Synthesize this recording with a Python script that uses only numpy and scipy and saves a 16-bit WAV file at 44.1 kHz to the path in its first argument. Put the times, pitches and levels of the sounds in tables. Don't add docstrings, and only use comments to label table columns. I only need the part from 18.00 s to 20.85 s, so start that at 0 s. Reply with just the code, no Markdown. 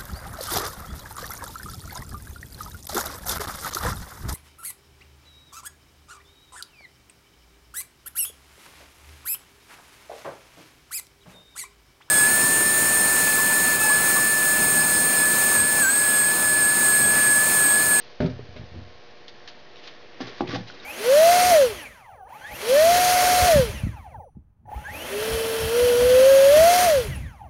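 import sys
import numpy as np
from scipy import signal
from scipy.io import wavfile
from scipy.ndimage import uniform_filter1d

SR = 44100
rng = np.random.default_rng(int(sys.argv[2]) if len(sys.argv) > 2 else 0)


def boost_factor(decibels):
    exponent = np.asarray(decibels, float) / 20
    return 10 ** exponent


def wav_out(sig):
    wavfile.write(sys.argv[1], SR, np.round(np.clip(np.atleast_2d(sig).T, -1, 1) * 32767).astype(np.int16))


N = 125685

# (frequency [Hz], density [dB per Hz])
AIR_SPECTRUM = [(30, -0.5), (100, -4), (220, -7), (450, -0.5), (700, -5.5), (1000, -11), (1850, -10.5),
                (5000, -16)]
AIR_DB, AIR_FLICKER_DB = -51.5, 0.7
# (multiple of BUZZ_HZ [1], level [dB])
HUM_PARTIALS = [(3, -65), (4, -58.5), (5, -62.5), (6, -61), (7, -71), (9, -67)]
BUZZ_HZ = 119.93
FAN_HZ, FAN_WIDTH_HZ, FAN_DB = 1813, 130, -63.5

# (time [s], level [dB], rise [s], t60 [s], centre [Hz])
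FINGER_SLIPS = [(0, -50, .002, 0.67, 3820), (0.202, -34, 0.0027, 0.3, 1600),
                (0.257, -42, 0.0057, 0.075, 4880), (0.562, -43.5, 0.0019, 0.15, 2500),
                (1.283, -43, 0.001, 0.09, 4100), (1.475, -38.5, 0.0018, 0.14, 3540),
                (1.758, -43, 0.00089, 0.035, 3540), (1.766, -51, 0.0024, 0.41, 3400),
                (1.828, -48.5, 0.013, 0.5, 3560), (1.87, -40.5, 0.006, 0.062, 3230),
                (2.209, -43.5, 0.0014, 0.11, 3290), (2.265, -43.5, 0.0079, 0.23, 4260),
                (2.4088, -33.5, 0.00086, 0.017, 3240), (2.545, -39, 0.0092, .12, 5000),
                (0.297, -46.5, .004, .06, 4500), (2.4746, -38, 0.00069, 0.07, 2750),
                (2.668, -45.5, 0.0076, 0.6, 4240)]

# (time [s], level [dB], contact [ms])
BOTTLE_HITS = [(.2028, -12.5, 1.03), (.2062, -19, 1.07), (.219, -22, 1.12), (.228, -21.5, 1.1),
               (.2455, -15.5, 2), (.259, -24.5, 0.39), (.284, -24.5, 2.08), (.32, -31, 4), (.562, -36, 1.2),
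               (.62, -37.5, 1.75), (.745, -38.5, 1.06), (.765, -41, 1.37), (.79, -39, 1.46)]
# (frequency [Hz], level [dB], t60 [s])
TABLE_MODES = [(44.5, -36.5, 0.25), (92.2, -14.5, 0.15), (122.7, -5.5, 0.24), (165.4, -1, 0.17),
               (216.6, -10, 0.054), (255.3, -2, .09), (296.8, -10, 0.1), (377.4, -3, 0.082),
               (420, -4, 0.07), (512, -8, .09), (598.6, -5, 0.2), (652, -2.5, 0.096), (869, -10, 0.094),
               (1200, -5.5, 0.031)]
# (time [s], level [dB], contact [ms])
ROCKING_NUDGES = [(.308, -36, 5.2), (.34, -35.5, 5.8), (.365, -42, 5.1), (.42, -39, 4.8), (.487, -36, 5),
                  (.53, -43.5, 5.2), (.556, -39, 4.5), (.593, -31, 4.9), (.612, -37, 3.1), (.636, -41, 3.5),
                  (.672, -40.5, 4.4), (.716, -37.5, 4.9), (.742, -41, 2.7), (.759, -34, 4.2), (.785, -39, 3.2),
                  (.815, -36.5, 4.8), (.86, -42.5, 6), (.89, -44.5, 7.6), (.95, -47, 7.2)]
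# (frequency [Hz], level [dB], t60 [s])
SWAY_MODES = [(48.2, -15.5, 0.25), (70, -16, 0.086), (95, 0, 0.16), (122, -3.5, .16), (168, -3, 0.1),
              (235, -1, 0.09), (330, -1, .07)]
# (time [s], level [dB], frequency [Hz], t60 [s])
TABLE_SWELLS = [(.204, -14, 385, 0.067), (0.209, -20, 168, 0.093), (.212, -27.5, 604, .1),
                (.228, -18, 252.5, 0.14), (.266, -24.5, 251.5, 0.055), (.278, -25, 165.2, 0.11),
                (.285, -35.5, 615, .09), (.315, -35, 54.7, 0.32), (0.317, -31.5, 122, 0.11),
                (.36, -40, 161.3, 0.088), (.39, -36, 117.8, 0.29), (0.753, -35.5, 340.5, .08),
                (.558, -39.5, 410.5, 0.091), (.565, -38, 235, .1), (.601, -31, 94, .17),
                (.763, -30, 96, .17)]
# (time [s], level [dB], frequency [Hz], t60 [s])
SMALL_TICKS = [
    (0.3927, -26, 410, 0.028),
    (1.2812, -30, 3500, 0.008),
    (1.2822, -31, 4500, 0.006),
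    (1.76, -41, 3700, 0.0035),
    (2.473, -30, 2480, 0.013),
    (2.8, -36, 3800, 0.028),
    (2.7, -32, 1480, 0.022),
    (0.2052, -19, 1570, 0.0045),
    (2.4072, -15, 800, .006),
]

# (time [s], level [dB])
SLEEVE_LEVEL = [
    (1.65, -70),
    (1.78, -57.5),
    (1.9, -54.5),
    (2.05, -54.5),
    (2.2, -52),
    (2.4, -52),
    (2.6, -54.5),
    (2.85, -56.5),
]

# (time [s], level [dB], contact [ms])
TUBE_HITS = [(2.205, -19.5, 0.2), (2.2092, -28.5, 0.68), (2.2146, -29, 1.6), (2.2255, -22.5, 1.67),
             (2.272, -37, 0.68), (2.4073, -14, 0.25), (2.4125, -30, 1.1), (2.42, -17.5, 2.1),
             (2.435, -27.5, 1.23), (2.49, -24, 1.5), (2.535, -23.5, 1.2), (2.547, -33, 0.36),
             (2.559, -24, 0.45), (2.568, -28, 1.6), (2.583, -28, 3.7), (2.6, -29, 2.7)]
# (frequency [Hz], level [dB], t60 [s])
TUBE_MODES = [(268.6, -4, 0.06), (351.4, -1.5, 0.12), (422, -13.5, 0.074), (519, -11, 0.07),
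              (630, -5, 0.058), (710, -0.5, .035), (793, -3, 0.057), (950, -3.5, 0.0084),
              (1090, -10, 0.035), (1512, -16.5, 0.035), (1575, -24.5, 0.018), (2500, -20, 0.0085),
              (3410, -48, .02)]
# (time [s], level [dB])
DRAG_PRESSURE = [(2.19, -74), (2.21, -40), (2.3, -48.5), (2.38, -43.5), (2.42, -43), (2.465, -82.5),
                 (2.49, -42), (2.52, -36), (2.562, -32.5), (2.58, -43), (2.625, -54.5), (2.74, -57.5),
                 (2.85, -44.5)]
DRAG_RATE_HZ, DRAG_SCATTER_DB, DRAG_INTO_TUBE_DB = 5400, 2, -3
# (time [s], level [dB], contact [ms])
GRIP_PUMPS = [(2.228, -39, 2.7), (2.255, -42.5, 3), (2.393, -42, 3.6), (2.432, -35.5, 1.8),
              (2.455, -44, 2.5), (2.478, -36.5, 1.9), (2.49, -33, 3.4), (2.53, -39, 2.8),
              (2.546, -34.5, 2.4), (2.558, -31, 2.6), (2.58, -34, 2.5), (2.597, -34.5, 2.8),
              (2.618, -39.5, 2.7), (2.66, -45.5, 4), (2.69, -46, 4.4)]
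# (frequency [Hz], level [dB], t60 [s])
HOLLOW_MODES = [(86, -25, 0.077), (114, -13.5, 0.22), (168.9, -1.5, 0.13), (197.3, -5, 0.11),
                (239.4, -8, .08)]
TUBE_LOW_HZ, HOLLOW_LOW_HZ = 196, 88.6
# (time [s], level [dB], frequency [Hz], t60 [s])
TUBE_SWELLS = [(2.211, -27, 250, .12), (2.216, -28, 352.3, .1), (2.222, -36, 117.6, 0.27),
               (2.268, -37, 430, 0.072), (2.297, -39, 390, .12), (2.39, -39.5, 151, 0.095),
               (2.411, -26.5, 248, 0.13), (2.42, -28.5, 350, 0.12), (2.416, -32.5, 820, .1),
               (2.446, -35.5, 392.5, .08), (2.41, -33, 115.6, .3), (2.408, -32, 1160, 0.088),
               (2.418, -31, 1052, .06), (2.406, -23.5, 580, .05), (2.478, -31.5, 260, 0.046),
               (2.478, -38, 622, .06), (2.481, -28.5, 115.1, 0.17), (2.507, -31, 271, .1),
               (2.522, -36, 1165, 0.14), (2.531, -19, 280, 0.078), (2.532, -29, 500, .15),
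               (2.548, -28, 516.4, 0.12), (2.536, -29.5, 114, 0.46), (2.549, -24, 170.7, .12),
               (2.578, -25, 185, .1), (2.596, -27, 200, .12), (2.549, -28.5, 770, .1),
               (2.562, -29.5, 830, .08), (2.665, -44.5, 114, 0.38)]

SPOT_SCATTER_DB, SPOT_DETUNE, RATTLE_T60_S = 4.5, 0.02, 0.09
SWELL_RISE_S = 0.005
ROOM_T60_S, ROOM_TOP_HZ, ROOM_DB = 0.35, 2990, -18
INPUT_TOP_HZ, INPUT_LOW_HZ = 5670, 76.2
STEP, OFFSET_STEPS = 0.00545, 0.86
THINNING, SMOOTH_BETA = 4, 7.9
MIRROR_DB, MIRROR_GATE_DB = -53, -34
MIRROR_HZ, MIRROR_FROM_HZ = (9300, 15300), 1300


def unit(x):
    return x / np.sqrt(np.mean(x ** 2))


def band(x, hz, width_hz):
    return signal.lfilter(*signal.iirpeak(hz, hz / width_hz, fs=SR), x)


def filtered(x, order, hz, kind):
    return signal.sosfilt(signal.butter(order, hz, kind, fs=SR, output="sos"), x)


def curve(rows):
    rows = np.array(rows)
    return boost_factor(np.interp(np.arange(N) / SR, rows[:, 0], rows[:, 1], left=-120))


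def walk(rate_hz):
    k = int(SR / rate_hz)
    steps = np.repeat(rng.standard_normal(N // k + 1), k)
    return unit(uniform_filter1d(uniform_filter1d(steps, k), k)[:N])


def grit(rate_hz, scatter_db):
    c = rng.random((3, N))
    clicks = (c[0] < rate_hz / SR) * np.sign(c[1] - 0.5)
    return unit(clicks * boost_factor(-scatter_db * np.log(1 - c[2])))


def ring(push, modes):
    out = 0
    for hz, db, t60_s in modes:
        r = np.exp(-np.log(1000) / (t60_s * SR))
        w = 2 * np.pi * hz / SR
        out = out + boost_factor(db) * signal.lfilter([0, r * np.sin(w)], [1, -2 * r * np.cos(w), r * r], push)
    return out


def pulse(t, ms):
    return -np.sin(np.pi * np.clip(t / (ms / 1000), 0, 1)) ** 2 / (ms * SR / 2000)


def contacts(rows):
    t = np.arange(N) / SR
    return sum(boost_factor(db) * pulse(t - s, ms) for s, db, ms in rows)


def knocks(rows, modes, rattle_db):
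    t = np.arange(SR // 4) / SR
    out, modes = np.zeros(N + SR), np.array(modes)
    for s, db, ms in rows:
        i = int(s * SR)
        c = rng.standard_normal((len(modes), 3))
        hz = modes[:, :1] * (1 + SPOT_DETUNE * c[:, :1])
        size = boost_factor(modes[:, 1:2] + SPOT_SCATTER_DB * c[:, 1:2])
        decay = boost_factor(-60 * t / modes[:, 2:])
        body = np.sum(size * decay * np.sin(2 * np.pi * hz * t + 0.6 * c[:, 2:]), axis=0)
        push = pulse(t, ms)
        loose = rng.standard_normal(len(t)) * boost_factor(rattle_db - 60 * t / RATTLE_T60_S) / np.sqrt(0.0088 * SR)
        force = push + signal.fftconvolve(push, loose)[:len(t)]
        out[i:i + len(t)] += boost_factor(db) * signal.fftconvolve(force, body)[:len(t)]
    return out[:N]


def swells(rows):
    t, out = np.arange(N) / SR, 0
    for s, db, hz, t60_s in rows:
        u = np.maximum(t - s, 0)
        env = boost_factor(db - 60 * u / t60_s) * (1 - np.exp(-u / SWELL_RISE_S))
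        out = out - env * np.sin(2 * np.pi * hz * u)
    return out


def air():
    out, points = 0, np.array(AIR_SPECTRUM)
    for hz in 35 * 2 ** np.arange(0, 7.6, 0.5):
        db = np.interp(np.log(hz), np.log(points[:, 0]), points[:, 1]) + AIR_FLICKER_DB * walk(8)
        noise = band(rng.standard_normal(N), hz, hz / 2)
        out = out + boost_factor(db) * band(noise, hz, hz / 2)
    t, hum = np.arange(N) / SR, 0
    for k, db in HUM_PARTIALS:
        level = boost_factor(db + 1.5 + 0.71 * walk(3.6))
        hum = hum + level * np.sin(2 * np.pi * (k * BUZZ_HZ * t + rng.random()))
    fan = unit(band(rng.standard_normal(N), FAN_HZ, FAN_WIDTH_HZ)) * boost_factor(FAN_DB + 1.7 * walk(4.3))
    return unit(out) * boost_factor(AIR_DB) + hum + fan


def fingers():
    t, out, skin = np.arange(N) / SR, 0, grit(8000, 0.95)
    for s, db, rise_s, t60_s, hz in FINGER_SLIPS:
        u = np.maximum(t - s, 0)
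        env = np.minimum(u / rise_s, 1) * boost_factor(db - 60 * np.maximum(u - rise_s, 0) / t60_s)
        slip = skin * env
        out = out + 2.6 * band(slip, hz, 0.75 * hz) + 1.0 * band(slip, 0.39 * hz, 0.6 * hz)
    return out


def bottle():
    landing = 0.4 * knocks(BOTTLE_HITS, TABLE_MODES, rattle_db=-9.5)
    sway = ring(contacts(ROCKING_NUDGES), SWAY_MODES)
    return landing + sway + swells(TABLE_SWELLS)


def ticks():
    t, out = np.arange(N) / SR, 0
    for s, db, hz, t60_s in SMALL_TICKS:
        env = boost_factor(db - 60 * np.abs(t - s) / t60_s)
        out = out - env * np.sin(2 * np.pi * hz * np.maximum(t - s, 0))
    return out


def sleeve():
    rustle = grit(6000, 0.9) * curve(SLEEVE_LEVEL) * boost_factor(3.1 * walk(15))
    return 10.0 * band(rustle, 400, 180) + 2.7 * band(rustle, 1880, 300) + 1.7 * band(rustle, 1100, 860)


def tube():
    rub = grit(DRAG_RATE_HZ, DRAG_SCATTER_DB) * curve(DRAG_PRESSURE) * boost_factor(2.0 * walk(40))
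    skin = 1.78 * band(rub, 3600, 5000) + 2.7 * band(rub, 1700, 600) + 4.3 * band(rub, 1145, 70)
    hits = filtered(knocks(TUBE_HITS, TUBE_MODES, rattle_db=-19.0), 3, TUBE_LOW_HZ, "high")
    hollow = filtered(ring(contacts(GRIP_PUMPS), HOLLOW_MODES), 2, HOLLOW_LOW_HZ, "high")
    dragged = ring(0.025 * boost_factor(DRAG_INTO_TUBE_DB) * rub, TUBE_MODES)
    return 0.35 * hits + dragged + hollow + skin + swells(TUBE_SWELLS)


def mirror(x):
    treble = filtered(x, 4, MIRROR_FROM_HZ, "high")
    loud = uniform_filter1d(treble ** 2, size=700) > boost_factor(2 * MIRROR_GATE_DB)
    gate = uniform_filter1d(1.0 * loud, size=300)
    image = THINNING * treble * (np.arange(N) % THINNING == 0) * gate
    return boost_factor(MIRROR_DB) * filtered(image, 6, MIRROR_HZ, "band")


def scene():
    near = fingers() + bottle() + ticks() + tube()
    t = np.arange(SR // 2) / SR
    tail = rng.standard_normal(len(t)) * boost_factor(-60 * t / ROOM_T60_S) * (t > 0.004)
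    tail = signal.lfilter(*signal.butter(1, ROOM_TOP_HZ, fs=SR), tail)
    wet = signal.fftconvolve(near, tail / np.sqrt(np.sum(tail ** 2)))[:N]
    return (near + boost_factor(ROOM_DB) * wet + sleeve() + air())[None]


def band_limit(x):
    return signal.sosfilt(signal.butter(12, 15400, fs=SR, output="sos"), x)


def record(dry):
    x = filtered(dry[0], 4, INPUT_TOP_HZ, "low")
    x = filtered(x, 2, INPUT_LOW_HZ, "high")
    held = np.zeros(N)
    held[::THINNING] = STEP * (np.round(x[::THINNING] / STEP + OFFSET_STEPS) - 1)
    kernel = signal.firwin(numtaps=45, cutoff=SR / THINNING / 2, window=("kaiser", SMOOTH_BETA), fs=SR)
    smooth = np.convolve(held, THINNING * kernel, "same")
    mix = (smooth + mirror(x) + STEP)[None]
    return band_limit(mix)


dry = scene()
out = record(dry)
wav_out(out)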